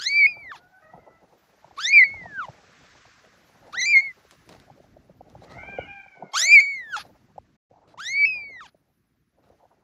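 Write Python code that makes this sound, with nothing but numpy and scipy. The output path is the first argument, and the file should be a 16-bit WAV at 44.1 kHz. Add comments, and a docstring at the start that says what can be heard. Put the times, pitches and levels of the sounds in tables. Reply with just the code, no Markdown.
"""A tiny kitten mews at 0, 1.8, 3.7, 6.3 and 8 s: harmonic stacks that break in pitch, with puffs of air.
Litter mates call faintly in the first 1.3 s and again from 5.5 to 6.7 s, as four shaky partials in a room.
Throughout, knocks and ticks of paws and claws, and grainy scuffs, lie over rumble, rustle and hiss of the bed.
Just after 7.5 s everything falls silent for about an eighth of a second."""
import sys
import numpy as np
from scipy import signal
from scipy.io import wavfile
from scipy.ndimage import uniform_filter1d

SR = 44100
rng = np.random.default_rng(int(sys.argv[2]) if len(sys.argv) > 2 else 0)


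def unload_audio(sound):
    """Save the sound as a 16-bit wav file, at the path given as the first command line argument."""
    columns = np.transpose(np.atleast_2d(sound))
    # keep every value between -1 and 1, then stretch to whole-number steps
    steps = np.round(np.clip(columns, -1, 1) * 32767)
    wavfile.write(sys.argv[1], SR, steps.astype(np.int16))


N = 433503

# The voice through each mew, one table a mew; two close rows are a voice break.
# Each row: time in seconds, pitch in Hz, effort in dB, brightness in dB per partial.
MEWS = [
    [(0, 1396, -52.5, 3.5), (0.018, 1597, -43, 5), (0.048, 1754, -37, 2.5), (0.066, 1995, -28, -7.5),
     (0.098, 2230, -24, -7), (0.176, 2353, -12, -17), (0.264, 2173, -8, -29.5), (0.268, 2476, -17.5, -22.5),
     (0.305, 2470, -28.5, -17), (0.345, 2305, -38, -13), (0.375, 2354, -41, -23),
     (0.414, 2300, -40.5, -23.5), (0.48, 1980, -38, -26), (0.516, 1723, -34, -16), (0.52, 1207, -46, -5.5),
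     (0.562, 830, -55.5, 3)],
    [(1.778, 1080, -46, -10), (1.787, 1136, -38, -6), (1.808, 1510, -43.5, 5), (1.858, 1833, -26.5, -2.5),
     (1.897, 2179, -19.5, -9.5), (1.928, 2205, -15.5, -18.5), (1.931, 2420, -10, -21.5),
     (1.973, 2347, -3.5, -27.5), (2.01, 2085, -7, -29), (2.037, 1969, -9.5, -32), (2.04, 2270, -15.5, -19),
     (2.08, 2174, -28, -20), (2.146, 2223, -35, -30), (2.296, 1764, -43.5, -38), (2.37, 1580, -37.5, -35),
     (2.388, 1528, -36, -17), (2.41, 1323, -39, -11.5), (2.454, 960, -44, -2.5)],
    [(3.733, 1117, -48.5, 0.5), (3.757, 1580, -38.5, -3), (3.768, 1780, -33, -9.5), (3.777, 1898, -22, -13),
     (3.812, 2170, -23, -8), (3.815, 1923, -23, -4.5), (3.855, 2104, -23, -8), (3.858, 2343, -19.5, -8.5),
     (3.924, 2390, -12.5, -20), (3.948, 2184, -9.5, -30.5), (3.972, 2121, -5, -25.5),
     (4.008, 2143, -19.5, -22), (4.011, 2228, -28.5, -19), (4.073, 2167, -26, -27),
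     (4.115, 1972, -39.5, -43)],
    [(6.336, 1060, -46.5, 3), (6.352, 1118, -33, 1), (6.38, 1566, -35.5, 5.5), (6.41, 1750, -35.5, 6.5),
     (6.43, 1957, -24.5, -0.5), (6.47, 2218, -19, -8.5), (6.538, 2414, -2, -22.5),
     (6.59, 2154, -4.5, -28.5), (6.604, 2170, -11, -14.5), (6.607, 2314, -13.5, -20.5),
     (6.655, 2215, -23, -18), (6.68, 2274, -22.5, -24), (6.749, 2188, -27, -19.5), (6.861, 1784, -38, -25),
     (6.918, 1656, -40, -10), (6.935, 1515, -36, -6.5), (6.964, 1284, -37.5, -4.5), (6.967, 860, -41, 3),
     (6.985, 828, -39, -4)],
    [(7.977, 899, -51, -3), (8.013, 1530, -43.5, -1.5), (8.076, 1910, -31, -4), (8.104, 2113, -27.1, -9.7),
     (8.196, 2316, -15, -21.5), (8.252, 2258, -9, -26), (8.255, 2643, -17, -23), (8.351, 2462, -27, -18),
     (8.513, 2160, -40, -20.5), (8.605, 1820, -38.5, -18), (8.609, 1333, -49.5, -5),
     (8.667, 766, -60.5, 4.5)],
]
# Settings of each mew, one row a mew. 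Each row: mouth ring in Hz, ring strength in dB, air in dB against
# the effort, steady 7 kHz tone in dB and treble in dB, both against the third partial before the throat.
MEW_SETTINGS = [(4050, 27.5, -9.5, -38.5, -5.5), (3630, 12.5, -10, -40, -7.5), (4044, 7.5, -12.5, 3, -6),
                (4000, 1, -8, 6, 3), (3740, 9, -8.5, -40.5, -0.5)]
AIR_STEPS = 2.1  # leaking air moves this many partials' worth with brightness


def kitten():
    """Source and filter: vocal folds keep one continuous phase through the breaks; the mouth resonates."""
    t = np.arange(N) / SR
    hz, effort_db, bright_db = curves(MEWS)
    setting_starts = [rows[0][0] - .1 for rows in MEWS]
    mew_index = np.maximum(np.searchsorted(setting_starts, t) - 1, 0)
    ring_hz, ring_db, leak_db, steady_db, treble_db = np.array(MEW_SETTINGS)[mew_index].T
    turns = 2 * np.pi * np.cumsum(hz * (1 + 0.0055 * wander(100))) / SR

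    dulled = np.clip((3 * hz - DULL_HZ) / 150, 0, 1)
    partials_db = low_partials_db(hz, effort_db, bright_db, ring_hz, ring_db, dulled)
    air_db = effort_db + leak_db + AIR_STEPS * bright_db
    # the stronger the air against the partials, the more ragged the tone
    rasp = np.clip(gain_of(air_db - np.max(partials_db, axis=0) - 6), .04, .35)
    # a flutter about 200 times a second
    beat = 2 * np.pi * np.cumsum(200 + 50 * wander(18)) / SR
    flutter = 1 + .04 * np.sin(beat) + rasp * wander(270)

    tone = low_partials(turns, beat, effort_db, partials_db)
    tone += upper_partials(hz, turns, effort_db + treble_db + 2 * bright_db)
    tone += dulled * gain_of(effort_db + 2 * bright_db + steady_db) * np.sin(2 * np.pi * STEADY_HZ * t)
    tone += shimmer(turns, effort_db + treble_db, bright_db)

    sounding = sum((t > rows[0][0] - .002) & (t < rows[-1][0] + .002) for rows in MEWS) > 0
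    sounding = uniform_filter1d(sounding * 1., size=130)
    return (np.sqrt(2) * tone * flutter + leaking_air(hz, turns, air_db)) * sounding + puffs()


# The throat's effect on partials 1 to 3. Each row: frequency in Hz, gain in dB.
THROAT = [(750, 5), (1100, 7), (1450, 10.5), (1650, 0), (1780, -5.5), (1980, -3), (2350, -4.5),
          (3100, -2.5), (3500, -3.5), (4700, -4), (5300, -3.5), (6200, 7), (6600, 9.5), (8200, 0)]
RING_WIDTH_HZ = 220
RING_GONE_DB = 23.5  # the ring dies out as the brightness falls this far
# above DULL_HZ the third partial fades by DULL_DB, and a steady tone at STEADY_HZ sounds meanwhile
DULL_HZ, DULL_DB, STEADY_HZ = 6495, -34.5, 7063


def low_partials_db(hz, effort_db, bright_db, ring_hz, ring_db, dulled):
    """Formant filtering: each partial takes the gain of throat and mouth at its own frequency."""
    ring_db = ring_db * np.clip(1 + bright_db / RING_GONE_DB, 0, 1)
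    partials_db = []
    for k in range(1, 4):
        ring = ring_db * np.exp(-((k * hz - ring_hz) / RING_WIDTH_HZ) ** 2)
        partials_db.append(effort_db + (k - 1) * bright_db + read(THROAT, k * hz) + ring)
    partials_db[2] = partials_db[2] + DULL_DB * dulled
    return partials_db


FITS_SHARE, FITS_FROM_DB = .11, -24  # strength of the side-tone fits, and the effort above which they occur


def low_partials(turns, beat, effort_db, partials_db):
    """Additive synthesis with sidebands: near the crest, side tones above the partials come in short fits."""
    near_crest = np.clip((effort_db - FITS_FROM_DB) / 10, 0, 1)
    fits = FITS_SHARE * near_crest * np.maximum(wander(30) + .3, 0)
    tone = np.zeros(N)
    for k, db in enumerate(partials_db, start=1):
        tone += gain_of(db) * np.sin(k * turns)
        tone += fits * k * gain_of(db) * np.sin(k * turns + beat)
    return tone


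# Partials above the third, against it, before a further tilt of -1.5 dB per partial.
# Each row: frequency in Hz, level in dB.
OVERTONES = [(2000, 29), (4000, -7.5), (6300, -4.5), (7000, -2.5), (8000, -21.5), (9200, -39),
             (10200, -32.5), (12300, -21.5), (15500, -36)]


def upper_partials(hz, turns, third_db):
    """Harmonic series: partials 4 to 13 lock to whole multiples of the fold phase."""
    return sum(gain_of(third_db + read(OVERTONES, k * hz) - 1.5 * (k - 1.5)) * np.sin(k * turns)
               for k in range(4, 14))


# blurred lines this far above partials 1 to 3, in dB against the third before their random swing
SHIMMER_HZ, SHIMMER_DB = 5510, [-20.5, -24.5, -27]


def shimmer(turns, treble_effort_db, bright_db):
    """Frequency shift: copies of three partials, blurred by random amplitude modulation."""
    lift = 2 * np.pi * SHIMMER_HZ * np.arange(N) / SR
    base_db = np.maximum(treble_effort_db + 2 * bright_db, treble_effort_db - 31.5)
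    return sum(gain_of(base_db + db) * (0.2 + wander(100)) * np.sin(k * turns + lift)
               for k, db in enumerate(SHIMMER_DB, start=1))


# Spectrum of air leaking beside the tone. Each row: frequency in Hz, relative density in dB per Hz.
LEAK = [(700, -29), (1200, -5.5), (2500, -3.5), (4000, 2), (6300, -3), (7500, -11), (9000, -28.5),
        (12000, -21), (15600, -24)]


def leaking_air(hz, turns, air_db):
    """Modulated turbulence: the folds chop leaking air, so much gathers as a haze round partials 1 to 4."""
    haze = sum(wander(500) * gain_of(read(LEAK, k * hz)) * np.sin(k * turns) for k in range(1, 5))
    return gain_of(air_db) * (.55 * noise(LEAK, patchy_db=3, flicker_db=1) + .7 * haze)


# Spectrum of a puff. Each row: frequency in Hz, relative density in dB per Hz.
PUFF_SPECTRUM = [(350, -35), (600, -28), (1270, -2.5), (2570, -12), (4430, -4.5), (7040, -25),
                 (8180, -45.5), (10300, -18.5), (15500, -46.5)]
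# Puffs before the folds start, at a hard break and after they stop.
# Each row: start in seconds, length in seconds, level in dB.
PUFFS = [(0.245, 0.0089, -66.5), (2.024, 0.019, -50), (8.257, 0.02, -57.5), (0.54, 0.064, -54),
         (1.759, 0.04, -50), (2.454, 0.028, -62), (3.722, 0.019, -50), (6.313, 0.028, -56),
         (6.588, 0.043, -48), (6.953, 0.088, -40.5), (8.648, 0.059, -59.5)]


def puffs():
    """Turbulent flow without voicing: noise under brief smooth-edged envelopes."""
    envelope = np.zeros(N)
    for start, length, db in PUFFS:
        add(envelope, start, gain_of(db) * signal.windows.tukey(round(length * SR), .8))
    return envelope * noise(PUFF_SPECTRUM, patchy_db=1.5, flicker_db=1)


# Calls of the litter mates. Each row: start in seconds, length in seconds, pitch in Hz at start, middle
# and end, relative level in dB, level change over the call in dB, brightness in dB per partial,
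# mouth ring in Hz, shakiness (1 = pitch off by 1.5 % rms).
MATES = [(.18, 0.23, 716, 683, 685, -70, 4.5, -12, 1370, 0.6),
         (.55, .27, 700, 740, 769, -64.5, 6.5, -15.5, 1514, 0.36),
         (.81, 0.21, 621, 646, 703, -67.5, -5.5, -4, 1830, 1.58),
         (1.0, 0.194, 694, 659, 676, -73, 2.5, -2, 2000, 0.44),
         (5.46, .18, 632.2, 667, 774.8, -67, 13.5, -2.5, 2146, 1.96),
         (5.61, 0.22, 751, 794, 746, -59.5, 1.5, -0.5, 2220, 0.3),
         (5.77, 0.1, 728, 720, 710, -57.5, -9, 3.5, 2900, 0.74),
         (5.84, 0.62, 808, 753, 643, -52, -22, -4, 2318, 0.62),
         (6.32, 0.29, 671, 658, 670, -55, -10.5, -3.5, 654, .3)]
# The mates' throat. Each row: frequency in Hz, gain in dB.
MATE_THROAT = [(500, 1), (670, -2), (790, -6.5), (1340, -2), (1550, 2), (2000, -6), (2400, 4), (2600, -17),
               (2800, -15), (3150, -9), (3600, -16)]
MATE_RING_DB, MATE_RING_WIDTH_HZ = 8.5, 400


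def mates():
    """Superposition: the faint calls share one chance course of pitch and level shake."""
    far, chance = np.zeros(N), np.array([wander(120), wander(110)])
    for row in MATES:
        add(far, *mate(*row, chance))
    return far


def mate(start, length, first_hz, middle_hz, last_hz, db, fade_db, bright_db, ring_hz, shaky, chance):
    """Jitter and shimmer of a voice: a lower mew of four partials whose pitch and level shake."""
    u = np.arange(0, length, 1 / SR) / length
    # a parabola through the three pitches
    hz = first_hz * (1 - u) * (1 - 2 * u) + middle_hz * u * (1 - u) * 4 + last_hz * u * (2 * u - 1)
    pitch_shake, level_shake = shaky * chance[:, round(start * SR):][:, :len(u)]
    turns = 2 * np.pi * np.cumsum(hz * (1 + .015 * pitch_shake)) / SR
    tone = np.zeros(len(u))
    for k in range(1, 5):
        ring = MATE_RING_DB * np.exp(-((k * hz - ring_hz) / MATE_RING_WIDTH_HZ) ** 2)
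        tone += gain_of(read(MATE_THROAT, k * hz) + (k - 1) * bright_db + ring) * np.sin(k * turns)
    level = gain_of(db + fade_db * u) * (1.5 + level_shake) * signal.windows.tukey(len(u), .2)
    return start, np.sqrt(2) * tone * level


# Pats of paws and claws on the cloth, each knock centred 2 ms after its time.
# Each row: time in seconds, knock level in dB, pitch in Hz, thud underneath in dB against the knock.
PATS = [(0.368, -39, 744, -13), (0.544, -40, 890, -19), (0.937, -34.5, 726, -9), (1.644, -37.5, 779, -17),
        (1.71, -42, 814, -14), (2.14, -37, 799, -3), (2.214, -43.5, 722, 1.5), (2.237, -40, 760, -2),
        (2.257, -29.5, 759, -14), (2.484, -30, 756, -6.5), (3.053, -45, 792, -8), (4.475, -48.5, 465, -5),
        (4.7, -39, 764, -10), (4.801, -41, 513, -11), (4.967, -40, 582, -13), (5.096, -40.5, 505, -4.5),
        (5.208, -34, 677, -29), (5.326, -48.5, 398, 2.5), (5.351, -35.5, 710, -4), (5.42, -39.5, 674, -11),
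        (5.569, -34, 728, -6), (5.633, -34, 754, -30), (5.689, -37, 710, -3), (5.786, -17.5, 583, -18),
        (6.061, -43.5, 750, -19), (6.171, -44.5, 743, -6.5), (6.224, -25, 736, -13.5),
        (6.338, -27.5, 881, -31), (7.051, -42, 714, -12), (7.359, -47, 608, -13), (7.38, -27, 730, -20),
        (7.711, -44.5, 546, -13), (7.941, -42, 783, -17), (8.746, -47.5, 533, -15.5),
        (9.501, -44.5, 538.4, -12), (9.653, -48.5, 732, -19)]


def pats():
    """Impact sequence: every pat draws its own phases, thud pitch and rebound delay."""
    out = np.zeros(N)
    for (at, *row), luck in zip(PATS, rng.random((len(PATS), 4))):
        add(out, at - .004, pat(*row, luck))
    return out


def pat(peak_db, hz, thud_db, luck):
    """Damped impact: a dull knock, a weaker rebound, and the mattress giving way just after."""
    t = np.arange(-.006, .04, 1 / SR)

    def knock(at, width):
        """Wave packet: a cosine under a bell-shaped envelope."""
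        return np.exp(-((t - at) / width) ** 2) * np.cos(2 * np.pi * (hz * (t - at) + luck[0]))

    thud_hz = 75 + 110 * luck[1]
    thud = np.exp(-((t - .011) / 0.0065) ** 2) * np.sin(2 * np.pi * (thud_hz * t + luck[2]))
    contact = knock(0, 0.0016) + 0.067 * knock(0.0012, 0.0004)
    rebound = 0.8 * knock(0.003 + 0.0013 * luck[3], 0.0014)
    return gain_of(peak_db) * (contact + rebound + gain_of(thud_db) * thud)


# Bright ticks, mostly a claw snagging the weave. Each row: time in seconds, relative level in dB.
SNAGS = [(1.7868, -33), (4.31, -30), (4.4913, -32), (4.6, -38.5), (5.2996, -46.5), (7.3797, -47.5),
         (8.0016, -29.5)]


def snags():
    """Stick and slip: each tick is a fresh burst of grit."""
    out = np.zeros(N)
    for (at, db), grit in zip(SNAGS, rng.standard_normal((len(SNAGS), 3000))):
        add(out, at, gain_of(db) * snag(grit))
    return out


def snag(grit):
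    """Two-stage decay: a sharp band-passed burst of grit, then the cloth settling."""
    b, a = signal.butter(2, [900, 6000], "band", fs=SR)
    t = np.arange(len(grit)) / SR
    decay = np.exp(-t / 0.00077) + 0.083 * np.exp(-t / 0.029)
    return signal.lfilter(b, a, grit * decay)


# A limb dragged over the cloth. Each row: start in seconds, length in seconds, relative level in dB.
SCUFFS = [(3.648, 0.072, -56.5), (4.313, .05, -57.5), (4.471, 0.13, -48), (4.593, .05, -61),
          (5.29, .04, -61.5), (5.409, 0.052, -51), (5.492, 0.1, -50), (7.03, 0.049, -56),
          (7.87, 0.079, -56.5), (9.421, 0.11, -67)]
# Spectrum of a scuff. Each row: frequency in Hz, relative density in dB per Hz.
SCUFF_SPECTRUM = [(59, -42), (100, -5), (607, -2), (733, -9), (1190, -10), (1370, -13), (3610, -23),
                  (3840, -15), (15000, -47)]


def scuffs():
    """Sliding friction: noise under a quick rise and a slow fall, made grainy by fast chance level swings."""
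    drag = np.zeros(N)
    for at, length, db in SCUFFS:
        u = np.arange(0, 1, 1 / (length * SR))
        add(drag, at, gain_of(db) * np.minimum(u / 0.22, 1) * (1 - u) ** 0.56)
    return drag * gain_of(3.5 * wander(90)) * noise(SCUFF_SPECTRUM, patchy_db=2.5, flicker_db=2.5)


# Weight shifting on the bed. Each row: time in seconds, rumble in dB, rustle in dB.
BED = [(0.0, -62, -64.5), (0.43, -61, -56.5), (0.8, -74, -73), (0.96, -60, -53), (1.12, -69.5, -60),
       (1.6, -72.5, -62.5), (2.15, -55.5, -55.5), (2.45, -59, -57), (3.24, -67.5, -67), (3.8, -57, -53),
       (4.31, -68.5, -69), (4.5, -58.5, -61), (5.2, -59, -66), (5.5, -53.5, -55.5), (5.85, -49.5, -48),
       (6.0, -64, -95.5), (6.22, -79, -45), (6.38, -96.5, -63), (6.62, -78.5, -76), (6.76, -66, -68),
       (7.03, -59, -56.5), (7.4, -61.5, -78.5), (7.8, -68.5, -58.5), (8.15, -60, -63), (8.6, -62.5, -61),
       (8.76, -72, -78), (9.2, -74, -89), (9.45, -68, -66.5), (9.83, -73.5, -67)]
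# Fur brushing the cloth. Each row: time in seconds, hiss in dB before a 3 dB lift, fine hiss in dB.
BRUSH = [(0.62, -75, -79.5), (1.2, -75, -88.5), (1.4, -71.5, -77), (1.75, -67, -88), (3.02, -59.5, -89),
         (3.45, -66, -78), (4.5, -66.5, -76), (4.7, -69.5, -83), (5.2, -77, -86), (5.53, -64.5, -81),
         (5.75, -68, -86.5), (6.3, -74.5, -94.5), (7.04, -71.5, -72.5), (7.3, -75.5, -89.5),
         (7.95, -82, -102), (8.72, -83.5, -83.5), (9.3, -85.5, -90), (9.53, -77.5, -85),
         (9.83, -81.5, -87.5)]
# Spectra of the four noises. Each row: frequency in Hz, relative density in dB per Hz.
RUMBLE = [(30, -30), (45, -8), (70, 2), (110, -4.5), (160, -3.5), (300, -5.5), (500, -22.5)]
RUSTLE = [(200, -22), (350, -7.5), (650, -3.5), (850, -5.5), (1100, -16.5), (1500, -18.5)]
HISS = [(530, -38.5), (900, -32.5), (1010, -2), (1700, -0.5), (2380, -5.5), (3180, -9.5), (4370, -10),
        (6180, -11.5), (7860, -19.5), (9000, -40.5), (11700, -60), (19800, -120)]
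FINE = [(6500, -25.5), (8500, -13.5), (9500, -0.5), (12000, -0.5), (14500, 0), (15700, -8.5)]


def bedding():
    """Broadband friction: four noises on their own levels, with small random pats in the rustle."""
    rumble, rustle, hiss, fine = gain_of(curves([BED]) + curves([BRUSH]))
    # about 60 small pats a second, of random size and sign
    size = gain_of(4.0 * np.minimum(rng.exponential(1, N), 4))
    size = size * (rng.random(N) < 60 / SR) * rng.choice([-1, 1], N)
    small = evened(signal.oaconvolve(size, pat(0, 680, 3.5, [0.077, 0.93, 0.079, 0.98]))[:N])
    out = rustle * (0.99 * noise(RUSTLE, patchy_db=4.5, flicker_db=3.5) + 0.2 * small)
    out += rumble * noise(RUMBLE, patchy_db=-1.0, flicker_db=2.5)
    out += hiss * gain_of(3) * noise(HISS, patchy_db=1, flicker_db=.8)
    out += fine * noise(FINE, patchy_db=6.0, flicker_db=0.5)
    return out


def room(x, t60):
    """Exponential reverberation: sparse taps of random sign fall 60 dB in t60 seconds."""
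    taps = np.zeros(SR // 2)
    at = np.arange(100, len(taps) - 20, 20)
    taps[at + rng.integers(0, 20, len(at))] = rng.choice([-1., 1.], len(at))
    taps *= gain_of(-60 * np.arange(len(taps)) / SR / t60)
    return signal.oaconvolve(x, taps / np.linalg.norm(taps))[:N]


def noise(spectrum, patchy_db, flicker_db):
    """Short-time spectral shaping: random bins with drifting patches and a flicker shared by all."""
    frames, hz = N // 128 + 5, np.fft.rfftfreq(512, 1 / SR)
    real, imag, patches = rng.standard_normal((frames, 257, 3)).T
    patches = evened(uniform_filter1d(uniform_filter1d(patches, size=6, axis=0), size=12, axis=1))
    flicker = evened(uniform_filter1d(rng.standard_normal(frames), size=7))
    level_db = read(spectrum, hz)[:, None] + patchy_db * patches + flicker_db * flicker
    bins = (real + 1j * imag) * gain_of(level_db)
    return evened(signal.istft(bins, nperseg=512, noverlap=384)[1][:N])


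def wander(top_hz):
    """Low-passed chance: random motion below top_hz, rms 1."""
    return evened(signal.sosfilt(signal.butter(4, top_hz, fs=SR, output="sos"), rng.standard_normal(N)))


def curves(tables):
    """Linear interpolation: joins tables and reads their columns at every sample."""
    s, *columns = np.vstack(tables).T
    return [np.interp(np.arange(N) / SR, s, c) for c in columns]


def read(points, hz):
    """Logarithmic frequency: interpolates dB over log Hz, with -90 dB outside the table."""
    f, value = np.transpose(points)
    return np.interp(np.log(hz + 1), np.log(f + 1), value, -90, -90)


def gain_of(db):
    """Decibel law: 20 dB is a factor of ten in amplitude."""
    return 10 ** (np.asarray(db) / 20)


def evened(x):
    """Power normalisation: scales to rms 1."""
    return x / np.sqrt(np.mean(x ** 2) + 1e-20)


def add(mix, s, sound):
    """Superposition: adds a sound into the mix from s seconds on."""
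    part = mix[max(round(s * SR), 0):][:len(sound)]
    part += sound[:len(part)]


def scene():
    """Direct and reverberant field: the far calls carry more room than the near kitten."""
    near, far = kitten(), mates()
    near += gain_of(-21) * room(near, t60=.1)
    voices = near + .8 * far + gain_of(0.5) * room(far, t60=0.27)
    return (voices + bedding() + scuffs() + pats() + snags())[None]


SILENCE_START_S, SILENCE_END_S = 7.565, 7.7
EDGE_HZ = 15725  # upper band limit


def record(dry):
    """Band limiting: a small microphone loses deep bass; a brief fixed silence just after 7.5 s; the top is cut."""
    t = np.arange(N) / SR
    thin = signal.sosfilt(signal.butter(4, 42, "high", fs=SR, output="sos"), dry)
    kept = uniform_filter1d(1. * ((t < SILENCE_START_S) | (t > SILENCE_END_S)), size=300)
    low_pass = signal.firwin(511, EDGE_HZ, window=("kaiser", 9), fs=SR)
    return signal.oaconvolve(thin * kept, low_pass[None], "same")


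dry = scene()
out = record(dry)
unload_audio(out)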